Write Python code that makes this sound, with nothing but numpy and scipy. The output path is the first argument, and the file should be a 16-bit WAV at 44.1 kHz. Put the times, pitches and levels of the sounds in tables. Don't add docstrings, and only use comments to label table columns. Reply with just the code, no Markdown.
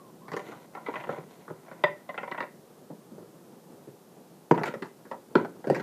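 import sys
import numpy as np
from scipy import signal
from scipy.fft import rfft, irfft, next_fast_len
from scipy.io import wavfile

SR = 44100
rng = np.random.default_rng(int(sys.argv[2]) if len(sys.argv) > 2 else 0)


def transcribe(signal):
    frames = np.atleast_2d(signal).T
    limited = np.clip(frames, -1, 1)
    pcm = np.round(limited * 32767).astype(np.int16)
    wavfile.write(sys.argv[1], SR, pcm)


def boost_factor(decibels):
    exponent = np.asarray(decibels, float) / 20
    return 10 ** exponent


N = 256970


def rms_one(x):
    return x / np.sqrt(np.mean(x ** 2) + 1e-20)


def drift(rate_hz):
    step, settle = 40, 2000
    pole = np.exp(-2 * np.pi * rate_hz * step / SR)
    noise = rng.standard_normal(N // step + settle + 2)
    slow = rms_one(signal.lfilter([1], [1, -2 * pole, pole ** 2], noise)[settle:])
    return np.interp(np.arange(N) / step, np.arange(len(slow)), slow)


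# start t/s, end t/s, from f/Hz, to f/Hz, rms level/dB
FAINT_GLIDES = [(0, 0.101, 1120, 1015, -59), (0.219, .285, 1003, 1195, -55.5)]


def faint_tone():
    fade_s = 0.0082
    t, out = np.arange(N) / SR, 0
    blur = 1 + drift(60) + 1j * drift(60)
    for start, end, from_hz, to_hz, level_db in FAINT_GLIDES:
        glide_hz = np.interp(t, [start, end], [from_hz, to_hz])
        phase = 2 * np.pi * np.cumsum(glide_hz) / SR
        outside_s = np.maximum(0, np.maximum(start - t, t - end))
        tone = rms_one(np.imag(blur * np.exp(1j * phase)))
        out = out + boost_factor(level_db) * np.exp(-outside_s / fade_s) * tone
    return out


# f/Hz, relative level/dB per Hz
QUIET_SPECTRUM = [(13, -74), (22, -49), (87, -27), (108, -18), (138, -9), (172, -2.5), (260, -6.5),
                  (282, -10.5), (324, -5), (545, -9.5), (608, -14), (737, -14), (2210, -31.5), (5320, -32),
                  (15500, -33)]


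def quiet():
    level_db = -51
    size = next_fast_len(N)
    hz = np.arange(size // 2 + 1) * SR / size + 1
    at_hz, db = np.transpose(QUIET_SPECTRUM)
    shape = boost_factor(np.interp(np.log(hz), np.log(at_hz), db))
    noise = rms_one(irfft(rfft(rng.standard_normal(size)) * shape, size)[:N])
    low = signal.sosfilt(signal.butter(1, 900, fs=SR, output="sos"), noise)
    waver_db = 2.2 * drift(8.1) + 1.3 * drift(45)
    return boost_factor(level_db) * (noise - low + low * boost_factor(waver_db))


def ringing(modes, spread_db, damping):
    rise_cycles = 0.27
    hz, level_db, t60 = np.transpose(modes)[:, :, None]
    t = np.arange(SR // 4) / SR
    weight = boost_factor(level_db + spread_db * rng.standard_normal(hz.shape))
    weight = weight * rng.choice([-1, 1], hz.shape)
    hz = hz * (1 + 0.015 * rng.standard_normal(hz.shape))
    rise = (1 - np.exp(-t * hz / rise_cycles)) ** 2
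    decay = boost_factor(-60 * damping * t / t60)
    return np.sum(weight * rise * decay * np.sin(2 * np.pi * hz * t), axis=0)


def chatter(decay_ms):
    main_blow_s, swell_s = 0.0028, 0.0021
    bounces_per_s = 5000
    t = np.arange(SR // 10) / SR
    bounces = rng.standard_normal(len(t)) * (rng.random(len(t)) < bounces_per_s / SR)
    force = bounces * (1 - np.exp(-t / swell_s)) ** 2
    force[round(main_blow_s * SR)] = 2.28
    return force * np.exp(-1000 * np.maximum(t - main_blow_s, 0) / max(decay_ms, 0.3))


# f/Hz, relative level/dB, t60/s before contact damping
TABLE_MODES = [(150.4, -16.5, 0.057), (169.5, -10.5, 0.17), (219, -8, 0.043), (279, -4, 0.035),
               (358, 2.5, 0.044), (404.4, 1, 0.028), (459, 0.5, 0.032)]


def knocks(rows, plastic, bright, tick, tick_db):
    firm_db, firm_ms, firmer_shortens = -22, 8.3, 0.32
    tick_follows_weight, usual_weight_db = 0.17, -16
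    out, first = np.zeros(N + SR), SR // 80
    for start_s, peak_db, weight_db, hardness_db in rows:
        decay_ms = firm_ms * boost_factor(firmer_shortens * (firm_db - peak_db))
        force, at = chatter(decay_ms), round(start_s * SR)
        damping = max(1.3, decay_ms / 5)
        body, *rest = [signal.fftconvolve(force, ringing(modes, spread_db=2.5, damping=damping))
                       for modes in (plastic, TABLE_MODES, bright, tick)]
        sound = body / np.abs(body).max()
        edge_tick_db = hardness_db + tick_db + tick_follows_weight * (weight_db - usual_weight_db)
        for part, level_db in zip(rest, (weight_db, hardness_db, edge_tick_db)):
            sound += boost_factor(level_db) * part / np.sqrt(np.mean(part[:first] ** 2))
        out[at:at + len(sound)] += boost_factor(peak_db) * sound
    return out[:N]


# t/s, plastic peak level/dB, table level/dB and hard-edge level/dB re that peak
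TUB_KNOCKS = [(0.279, -32.5, -11.5, -18), (0.315, -29, -9, -14.5), (0.332, -26.5, -5.5, -18.5),
              (0.363, -24, -9.5, -15), (0.39, -29, -22, -16.5), (0.519, -32.5, -16, -25)]
# f/Hz, relative level/dB, t60/s before contact damping
CUP_MODES = [(553, 1.5, 0.035), (596, -6.5, 0.096), (708, -8, 0.046), (785, -9, 0.098), (897, -16.5, 0.12),
             (983, -1.5, 0.065), (1060, 1.5, 0.028), (1387, 2, 0.018), (1353, -6.5, 0.06)]
CUP_BRIGHT_MODES = [(1550, -6, .03), (1810, -12, .15), (1870, -2, .04), (1975, 0, .05), (2060, -3, .035),
                    (2330, -7, .02), (2640, -8, .015), (2950, -10, .012)]
# f/Hz, relative level/dB, t60/s before contact damping
RIM_TICK_MODES = [(3120, 6, 0.0034), (3970, -3, 0.0057), (4610, -4, 0.0079), (5430, 0, 0.0035),
                  (7000, -11, 0.0088), (8250, -12.5, 0.0032), (9400, -10.5, 0.0037), (11900, -13, 0.0037),
                  (14800, -16, 0.0041)]


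def tub_knocks():
    return knocks(TUB_KNOCKS, CUP_MODES, CUP_BRIGHT_MODES, RIM_TICK_MODES, tick_db=-9.5)


# upper f/Hz, level/dB, t60/s
ROOM_BANDS = [(480, -7.5, 0.31), (1403, -10, 0.19), (3000, -12.5, 0.3), (12440, -11, 0.18)]


def kitchen(x):
    t, tail, low_hz = np.arange(SR // 2) / SR, 0, 60
    for top_hz, level_db, t60 in ROOM_BANDS:
        band_pass = signal.butter(2, [low_hz, top_hz], "band", fs=SR, output="sos")
        band = signal.sosfilt(band_pass, rng.standard_normal(len(t)))
        band = band * boost_factor(-60 * t / t60) * (1 - np.exp(-t / 0.012))
        share = 2 * (top_hz - low_hz) / SR
        tail = tail + boost_factor(level_db) * band * np.sqrt(share / np.sum(band ** 2))
        low_hz = top_hz
    return signal.fftconvolve(x, tail)[:N]


# start t/s, loudest t/s, end t/s, rms level/dB at the loudest,
# hiss of the hard edge re that level/dB
DRAGS = [(0.36, 0.474, 0.66, -47.5, -12.5), (0.732, 0.755, 0.84, -48, -23), (0.842, 0.962, 1.12, -41, -21),
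         (1.065, 1.112, 1.244, -42, -21), (1.264, 1.31, 1.52, -58, -6), (1.395, 1.66, 2.4, -55, -23),
         (2.08, 2.397, 2.5, -55.5, -25), (4.622, 4.66, 4.73, -39, -13.5), (5.347, 5.371, 5.44, -35, -24),
         (5.667, 5.75, 6, -44.5, -16)]


def drags():
    swell_db = 12.5
    t, level, edge = np.arange(N) / SR, 0, 0
    for start, loudest, end, db, edge_db in DRAGS:
        below_db = np.interp(t, [start, loudest, end], [swell_db, 0, swell_db])
        swell = boost_factor(db - below_db) * (t > start) * (t < end)
        level = level + swell
        edge = edge + boost_factor(edge_db) * swell
    noise = rng.standard_normal(N)
    grains_per_s = 2500 * boost_factor(3 * drift(25))
    grains = rms_one(noise * (rng.random(N) < grains_per_s / SR))
    out = 0
    for modes, gain in [(CUP_MODES, level), (TABLE_MODES, boost_factor(-5.5) * level),
                        (CUP_BRIGHT_MODES, boost_factor(-11) * level), (RIM_TICK_MODES, edge)]:
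        body = ringing(modes, spread_db=0, damping=4)
        out = out + signal.fftconvolve(gain * grains, body)[:N] / np.sqrt(np.sum(body ** 2))
    return out


# t/s, table rms level/dB at the onset
THUDS = [(0.483, -43), (2.899, -38), (3.114, -44), (3.178, -42), (3.222, -45), (3.871, -41.5)]
# f/Hz, relative level/dB, t60/s before contact damping
LID_MODES = [(528, -6, 0.04), (652, -7, 0.02), (637, -10.5, 0.02), (750, -12, 0.017), (815, -7, 0.016),
             (856, 1, 0.018), (947, 2, 0.0096), (1085, -21, 0.034), (1324, -7.5, 0.038), (1476, -12, 0.027)]
LID_BRIGHT_MODES = [(1520, -3, .03), (1650, -4, .03), (1810, -4, .03), (1940, -2, .035), (2200, -8, .02),
                    (2500, -11, .015), (2850, -14, .012)]
LID_TICK_DB = -12.5


def thuds():
    lid_db, hardness_db = -7, -24.5
    rows = [(start_s, db + lid_db, -lid_db, hardness_db) for start_s, db in THUDS]
    return knocks(rows, LID_MODES, LID_BRIGHT_MODES, RIM_TICK_MODES, LID_TICK_DB)


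# t/s, plastic peak level/dB, table level/dB and hard-edge level/dB re that peak
CUP_KNOCKS = [(0.748, -29, -18, -16.5), (0.767, -29.5, -17, -36), (0.861, -29, -22, -9.5),
              (0.882, -24.5, -5.5, -20), (0.936, -28, -22, -18), (0.954, -27.5, -22, -9),
              (0.997, -36.5, -27, -8), (1.036, -27.5, -35, -17), (1.07, -39, 1, -19),
              (1.089, -20.5, -9, -26), (1.125, -29, -12.5, -19), (1.175, -33.5, -6, -21),
              (1.477, -32, -11.5, -29), (1.499, -30.5, -6.5, -36), (1.68, -36.5, -33, -22),
              (1.711, -31, -13, -20), (1.836, -7.5, -20, -12), (2.088, -24.5, -25, -16.5),
              (2.141, -29.5, -22, -18), (2.176, -23, -42, -12), (2.229, -25, -40, -17.5),
              (2.274, -26, -25, -19), (2.312, -24, -15, -12), (2.344, -26.5, -29, -20),
              (2.376, -24.5, -37, -13), (2.402, -20.5, -19, -12.5), (2.424, -28, -16, -10)]
# f/Hz, relative level/dB, t60/s before contact damping
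CUP_TICK_MODES = [(3553, -1.5, 0.0061), (3470, 0.5, 0.0079), (4170, -12, 0.003), (4770, -29, 0.039),
                  (5500, -16.5, 0.0023), (7160, -25.5, 0.0022)]


def cup_knocks():
    return knocks(CUP_KNOCKS, CUP_MODES, CUP_BRIGHT_MODES, CUP_TICK_MODES, tick_db=-17)


# t/s, plastic peak level/dB, table level/dB and hard-edge level/dB re that peak
LID_KNOCKS = [(4.509, -2.5, -9, -30), (4.543, -35.5, -35, -8), (4.575, -19, -27, -20),
              (4.59, -32, -19, -14), (4.611, -27, -1, -32), (4.632, -17.5, -21, -12.5),
              (4.655, -29.5, -10, -6), (4.674, -27, -8, -11), (4.737, -23, -16, -20), (4.748, -37, -2, -21),
              (4.82, -26.5, -5.5, -13.5), (4.845, -34.5, -13, -17), (5.05, -42, -7, -17.5),
              (5.111, -25, -15, -20.5), (5.129, -30.5, -22, -30), (5.352, -5.5, -7, -24),
              (5.445, -24, -32, -19), (5.64, -30, -10, -21.5), (5.668, -35.5, 11, -11.5),
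              (5.697, -20.5, 4.5, -17), (5.716, -32.5, 7, -18), (5.744, -29.5, -14.5, -6.5),
              (5.76, -25.5, -9, -15.5), (5.777, -42, -21, -12), (5.795, -28, -9, -13.5)]


def lid_knocks():
    return knocks(LID_KNOCKS, LID_MODES, LID_BRIGHT_MODES, RIM_TICK_MODES, LID_TICK_DB)


def scene():
    handling = tub_knocks() + drags() + thuds() + cup_knocks() + lid_knocks()
    handling = signal.sosfilt(signal.butter(5, 120, "high", fs=SR, output="sos"), handling)
    return (faint_tone() + quiet() + handling + kitchen(handling))[None]


def low_pass(x):
    return signal.sosfilt(signal.butter(12, 16300, fs=SR, output="sos"), x)


def record(dry):
    cut = signal.sosfilt(signal.cheby2(14, 60, 15600, fs=SR, output="sos"), dry)
    mix = 1.284 * np.tanh(cut / 1.668)
    return low_pass(mix)


dry = scene()
out = record(dry)
transcribe(out)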